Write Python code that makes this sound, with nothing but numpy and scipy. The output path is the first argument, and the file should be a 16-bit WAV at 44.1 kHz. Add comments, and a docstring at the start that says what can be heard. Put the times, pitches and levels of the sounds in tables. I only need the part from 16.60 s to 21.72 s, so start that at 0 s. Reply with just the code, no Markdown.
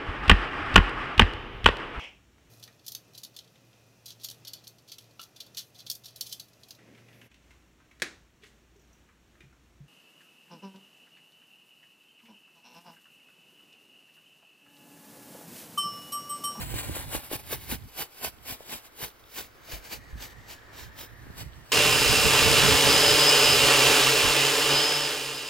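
"""On asphalt at night, a strobe firework burns a step or two from a hand-held phone.
It smoulders with a faint hiss and flares a few times a second: each flare is a spurt of gas full of
fizzing grains, and some spit a dull pop. Thrown sparks snap faintly. Light wind nudges the two
microphones over a distant outdoor rush, where a breathy whirr comes up after about three seconds."""
import sys
import numpy as np
from scipy import signal
from scipy.fft import rfft, irfft
from scipy.io import wavfile
from scipy.ndimage import uniform_filter1d, map_coordinates

SR = 44100
rng = np.random.default_rng(int(sys.argv[2]) if len(sys.argv) > 2 else 0)


def store_wav(level_fs):
    """Save 16-bit WAV to argv[1]."""
    pcm = np.round(np.clip(np.atleast_2d(level_fs), -1, 1) * 32767)
    wavfile.write(sys.argv[1], SR, pcm.T.astype(np.int16))


N = 225733
TIME = np.arange(N) / SR
FREQ = np.fft.rfftfreq(N, 1 / SR)

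# Each flare of the firework: peak_s, level_db, rise_s
FLARE_EVENTS = [(0.032, -41.5, 0.072), (0.165, -39.5, 0.046), (0.264, -37.5, 0.019), (0.368, -33.0, 0.031),
                (0.537, -34.5, 0.032), (0.645, -45.0, 0.035), (0.735, -32.5, 0.02), (0.92, -32.0, 0.022),
                (1.04, -47.5, 0.042), (1.112, -31.5, 0.022), (1.394, -32.0, 0.026), (1.59, -45.5, 0.046),
                (1.648, -30, 0.019), (1.898, -33.0, 0.027), (2.03, -54.0, 0.074), (2.124, -34, 0.031),
                (2.245, -49.0, 0.02), (2.424, -33.5, 0.028), (2.785, -36.0, 0.033), (3.121, -38, 0.033),
                (3.25, -46, 0.026), (3.328, -35, 0.023), (3.626, -36, 0.024), (3.703, -51.5, 0.017),
                (3.909, -39.5, 0.023), (4.193, -42, 0.037), (4.405, -41, 0.026), (4.795, -38.5, 0.026),
                (5.115, -48.5, 0.023)]
# The quiet burn between flares: time_s, level_db
SMOULDER_LEVEL = [(0, -42), (.45, -49.5), (.82, -51), (1.25, -58), (1.8, -63.5), (2.6, -61.5), (3.5, -61),
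                  (4.3, -64.5), (5.1, -59)]
# How far the tube has burnt down: time_s, share_0_to_1
BURNT_SHARE = [(0, 0.13), (1.2, 0.52), (2.4, 0.64), (3.1, 0.66)]
# Tone of the gas jet's low roar: frequency_hz, gain_db
ROAR_TONE = [(60, -25), (150, -10), (300, -2), (600, -5), (900, -6.5), (1400, -12.5), (3000, -20)]
# Tone of the hissing gas, sharper as the tube burns down: frequency_hz, fresh_db, burnt_db
HISS_TONE = [(384, -24, -23), (1010, 3.5, -3.5), (1430, 0, -4.5), (2780, 4.5, -2), (4900, -5, 1),
             (6900, -18.5, -2), (8380, -32, -2), (8880, 0, -44), (11000, -44, -29), (15600, -6, -7)]
# Tone of the fizzing grains: frequency_hz, fresh_db, burnt_db
FIZZ_TONE = [(4000, -42, -8), (6460, -13, -31), (8000, 2.5, -10), (8670, -17, -29), (10020, 0.5, -2.5),
             (12600, -6, 7), (14700, -1.5, 8), (16500, -14.5, 1)]
# How much later the right microphone hears the jet as the phone sways: time_s, lag_ms
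RIGHT_MIC_LAG = [(0, 0.088), (.93, 0.033), (2.14, 0.065), (2.78, 0.018), (3.55, -0.0039), (4.2, 0.0026),
                 (4.8, 0.065)]
# How the phone's case bends sound: frequency_hz, left_minus_right_db, left_lead_rad
CASE_BEND = [(680, 0, -1), (1355, -3.5, 2), (1490, 2, -0.5), (2490, -3.5, -0.18), (3230, -0.5, .5),
             (4100, -0.5, 0), (5660, -2, 0.5), (8140, 0, 1.73), (11700, 5.5, 4.5), (12600, 3, 1.9),
             (16700, 1, 5)]
# The breeze between gusts: time_s, level_db
BREEZE_LEVEL = [(0, -41.5), (.7, -61.5), (1.05, -64), (1.45, -68), (1.8, -61), (2.3, -68.5), (3, -64.5),
                (3.6, -55), (4.35, -59.5), (5.1, -53.5)]
# Each gust on the microphones: peak_s, level_db, length_s
GUST_EVENTS = [(0.154, -32, 0.0092), (0.301, -34.5, 0.023), (0.39, -40.5, 0.017), (0.476, -41, 0.029),
               (0.565, -38.5, 0.015), (0.757, -42.5, 0.0075), (0.948, -44.5, 0.058), (1.136, -37, 0.025),
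               (1.245, -43, 0.024), (1.918, -48.5, 0.012), (3.14, -50, 0.021), (3.39, -49.5, 0.021),
               (3.557, -44.5, 0.019), (3.777, -52, 0.033), (4.258, -47.5, 0.035), (4.53, -47, 0.011),
               (4.624, -46, 0.013), (4.697, -46, 0.022), (4.845, -41, 0.036)]
# Tone of the wind's rumble: frequency_hz, gain_db
WIND_TONE = [(20, -17.5), (35, -40), (55, 2), (80, -4), (125, -3.5), (190, -17), (300, -17.5), (700, -48)]
# Loudness of the distant rush: time_s, level_db
DISTANT_LEVEL = [(0, -62), (2, -58), (2.7, -59), (3.1, -56), (3.6, -56.5), (4.3, -54), (4.7, -54),
                 (5.1, -57)]
# Tone of the distant rush: frequency_hz, gain_db
DISTANT_TONE = [(40, 4), (120, -11), (330, 1), (550, -1.5), (900, -4), (1300, -1), (1750, -8.5), (2100, -6),
                (2600, -12), (4500, -19.5), (9000, -34), (16000, -32.5)]
# Dull pops and low thumps: start_s, level_db, pitch_hz, fade_s (time to drop 60 dB)
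POP_EVENTS = [(0.14, -31, 446, 0.027), (0.295, -30.5, 393, 0.034), (0.366, -29, 493, 0.012),
              (0.55, -21, 498, 0.011), (0.7148, -28, 490, 0.02), (0.733, -28.5, 376, 0.027),
              (.927, -28.5, 550, 0.03), (1.124, -33, 294, 0.048), (2.0062, -38.5, 600, 0.016),
              (2.041, -49, 700, 0.011), (2.427, -40, 174, 0.051), (3.133, -41, 63.5, 0.25),
              (3.53, -38.5, 64.3, 0.36), (4.668, -38.5, 361.7, 0.012), (4.701, -36.5, 250, 0.013)]
# Tone of a flying spark: frequency_hz, gain_db
SPARK_TONE = [(1200, -20), (3500, 28), (8000, -21), (15000, -6)]
# The whirr within the rush: time_s, pitch_hz, level_db
WHIRR_PATH = [(0, 1602, -72), (2.7, 1600, -74), (3.2, 1682, -60), (3.6, 1818, -57), (4.2, 1791, -57),
              (4.7, 1824, -56.5), (5.1, 1750, -63)]


def undb(db):
    """Turn decibels into a number to multiply by."""
    return 10 ** (np.asarray(db) / 20)


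def curve(rows):
    """Join a table's points into lines through time, one for each column after the first."""
    times, *columns = np.transpose(rows)
    return [np.interp(TIME, times, column) for column in columns]


def colour(sound, tone):
    """Give a sound the tone of a table, then scale it to an average (rms) strength of 1."""
    hz, db = np.transpose(tone)
    gain = undb(np.interp(np.log(FREQ + 1), np.log(hz), db))
    shaped = irfft(rfft(sound) * gain, N)
    return shaped / np.std(shaped)


def wander(rate_hz):
    """A random drift, typically 1 up or down, that turns about rate_hz times a second."""
    return 1.2 * np.interp(TIME * rate_hz, np.arange(8192), rng.standard_normal(8192))


def swell(peak_s, rise_s, fall_s):
    """Grow faster and faster up to 1 at peak_s, linger, and die away."""
    gap_s = np.abs(TIME - peak_s)
    drop = np.where(TIME < peak_s, (gap_s / rise_s) ** 1.08, (gap_s / fall_s) ** 1.87)
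    return np.exp(-drop.clip(0, 20))


def split_power(power, fizz_db, roar_fresh_db=-1, roar_burnt_db=-9):
    """Share power between hiss and fizz, and add a roar that weakens as the tube burns down."""
    roar_db = roar_fresh_db + (roar_burnt_db - roar_fresh_db) * curve(BURNT_SHARE)[0]
    hiss_db = np.zeros(N)  # roar and fizz are set against the hiss
    return power * undb([roar_db, hiss_db, fizz_db]) ** 2 / (1 + undb(fizz_db) ** 2)


def burn(fall_ratio=1.643):
    """Strength of roar, hiss and fizz: flares stand out of a duller smoulder; both slowly lose fizz."""
    flares = sum((undb(db) * swell(peak_s, rise_s, fall_ratio * rise_s)) ** 2
                 for peak_s, db, rise_s in FLARE_EVENTS)
    smoulder = undb(curve(SMOULDER_LEVEL)[0]) ** 2
    return np.sqrt(split_power(flares, fizz_db=1.5 - TIME)
                   + split_power(smoulder, fizz_db=0.5 - 1.5 * TIME))


def grains(spread_db, per_second=26000):
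    """Three separate streams of dense, tiny bursts of uneven size."""
    size = undb(spread_db * np.minimum(rng.exponential(size=(3, N)), 4))
    bursts = rng.random((3, N)) < per_second / SR
    return bursts * rng.standard_normal((3, N)) * size


def vent(sound, tones):
    """The tube colours the jet, blending from its fresh tone towards its burnt-down one."""
    tones = np.array(tones)
    burnt = curve(BURNT_SHARE)[0]
    return (1 - burnt) * colour(sound, tones[:, [0, 1]]) + burnt * colour(sound, tones[:, [0, 2]])


def jet(churn_db=2, sputter_db=0.76, surge_fresh_db=2.5, surge_burnt_db=0.87):
    """Swirling gas roars and hisses, burning grains fizz.
    Three parts: one heard by both microphones, plus separate left and right ones for stereo width."""
    roar_gain, hiss_gain, fizz_gain = burn()
    roar = roar_gain * undb(churn_db * wander(150)) * colour(rng.standard_normal((3, N)), ROAR_TONE)
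    hiss = hiss_gain * undb(-1.1) * vent(grains(spread_db=-1.16), HISS_TONE)
    fizz = fizz_gain * undb(-0.52) * vent(grains(spread_db=4.0), FIZZ_TONE)
    # all of it sputters together; the fresh flame surges more unevenly
    surge_db = surge_fresh_db + (surge_burnt_db - surge_fresh_db) * curve(BURNT_SHARE)[0]
    return (roar + hiss + fizz) * undb(sputter_db * wander(260) + surge_db * wander(45))


def near_echoes(sound, level_db=-7, spread_s=0.003, sway_hz=4, count=14):
    """Small echoes off hand and ground come and go at each microphone as phone and flame move."""
    lag_s = 0.0004 + spread_s * rng.exponential(size=(2, count))
    mics = [sum(wander(sway_hz) * np.pad(sound, (lag, 0))[:N] for lag in mic_lags)
            for mic_lags in (lag_s * SR).astype(int)]
    return undb(level_db) * np.array(mics) / np.sqrt(count)


def far_echoes(sound, fade_s=1.0, level_db=-27):
    """The surroundings send back a faint, blurred tail."""
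    age = TIME[:SR]
    tail = rng.standard_normal((2, len(age))) * np.exp(-np.log(1000) * age / fade_s)
    tail /= np.linalg.norm(tail, axis=1, keepdims=True)
    return undb(level_db) * signal.fftconvolve(sound[None], tail, axes=1)[:, :N]


def delay(sound, lag_ms):
    """Make a sound arrive late by a steady or changing time."""
    return map_coordinates(sound, [np.arange(N) - lag_ms * SR / 1000], order=5)


def at_phone(sound, bounce_ms=1.312, bounce_db=-17):
    """The sound and its bounce off the asphalt bend round the phone's case to both microphones."""
    sound = sound + undb(bounce_db) * delay(sound, bounce_ms + 0.0095 * wander(1.6))
    right = delay(sound, curve(RIGHT_MIC_LAG)[0])
    mics = np.array([sound, right]) + near_echoes(sound) + far_echoes(sound)
    hz, shade_db, lead_rad = np.transpose(CASE_BEND)
    bend = np.log(undb(np.interp(FREQ, hz, shade_db))) + 1j * np.interp(FREQ, hz, lead_rad)
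    # each side gets half the bend, in opposite directions
    return irfft(rfft(mics) * np.exp(np.outer([1, -1], bend) / 2), N)


def airflow(waver_db=2.5, puff_db=-16.5, puff_late_s=0.025, puff_s=0.018):
    """Strength of the moving air: a wavering breeze, its gusts, and a puff pushed out by each flare."""
    breeze = undb(curve(BREEZE_LEVEL)[0] + waver_db * wander(14))
    gusts = [undb(db) * swell(peak_s, 1.9 * length_s, 1.58 * length_s)
             for peak_s, db, length_s in GUST_EVENTS]
    puffs = [undb(db + puff_db) * swell(peak_s + puff_late_s, puff_s, puff_s)
             for peak_s, db, _ in FLARE_EVENTS]
    return np.linalg.norm([breeze, *gusts, *puffs], axis=0)


def wind(gain_db=1, right_louder_db=5.5, shared=0.63):
    """Swirls of air thump on the microphones, mostly on each alone and harder on the right."""
    swirls = colour(rng.standard_normal((2, N)) + shared * rng.standard_normal(N), WIND_TONE)
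    # even them out, so that the airflow sets their strength
    swirls /= np.sqrt(uniform_filter1d(np.mean(swirls ** 2, axis=0), size=3000))
    side_db = np.array([[-right_louder_db], [right_louder_db]]) / 2
    return swirls * airflow() * undb(gain_db + side_db)


def distant_rush(waver_db=1, width=0.89, bass_hz=450):
    """A broad, far-off rush that slowly grows; its bass is alike in both ears."""
    middle, side = rng.standard_normal((2, N))
    side = width * irfft(rfft(side) * FREQ / np.hypot(FREQ, bass_hz), N)
    rush = colour(np.array([middle + side, middle - side]), DISTANT_TONE)
    return rush * undb(curve(DISTANT_LEVEL)[0] + waver_db * wander(15))


def pops(rise_s=0.00011, pitch_sag=0.31):
    """A pocket of gas bursts or a low thump lands: a few soft pressure swings that sag in pitch."""
    sound = np.zeros(N)
    for start_s, db, pitch_hz, fade_s in POP_EVENTS:
        age = np.maximum(TIME - start_s, 0)
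        rise = 1 - np.exp(-age / rise_s)
        fade = np.exp(-np.log(1000) * np.minimum(age / fade_s, 10))
        sagging_hz = (age > 0) * pitch_hz * (1 - pitch_sag * (1 - fade))
        phase = 2 * np.pi * np.cumsum(sagging_hz) / SR
        sound -= 2 * undb(db) * rise * fade * np.sin(phase)
    return sound


def sparks(per_second=9, level_db=-40, spread_db=3):
    """Now and then a thrown spark snaps, faintly."""
    snaps = (rng.random(N) < per_second / SR) * undb(spread_db * rng.standard_normal(N))
    return undb(level_db) * colour(snaps, SPARK_TONE) * np.std(snaps)


def whirr(half_width_hz=130, waver_hz=75, shared=0.7):
    """A far, breathy band of noise whose pitch wavers and creeps upward."""
    pitch_hz, db = curve(WHIRR_PATH)
    real, imag = rng.standard_normal((2, 2, N)) + shared * rng.standard_normal((2, 1, N))
    low_pass = signal.butter(2, half_width_hz, fs=SR, output="sos")
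    slow_noise = signal.sosfilt(low_pass, real + 1j * imag)
    phase = 2 * np.pi * np.cumsum(pitch_hz + waver_hz * wander(14)) / SR
    band = np.real(slow_noise * np.exp(1j * phase))  # lifts the noise up to the pitch
    return band / np.std(band) * undb(db)


def scene():
    """The firework, the wind and the night around them, in stereo."""
    shared, *width = jet()
    firework = at_phone(shared + pops() + sparks()) + undb(-7.5) * np.array(width)
    return firework + wind() + distant_rush() + whirr()


def record(dry):
    """The phone steeply cuts the treble above 15850 Hz."""
    return signal.sosfilt(signal.ellip(12, 0.2, 80, 15850, fs=SR, output="sos"), dry)


dry = scene()
out = record(dry)
store_wav(out)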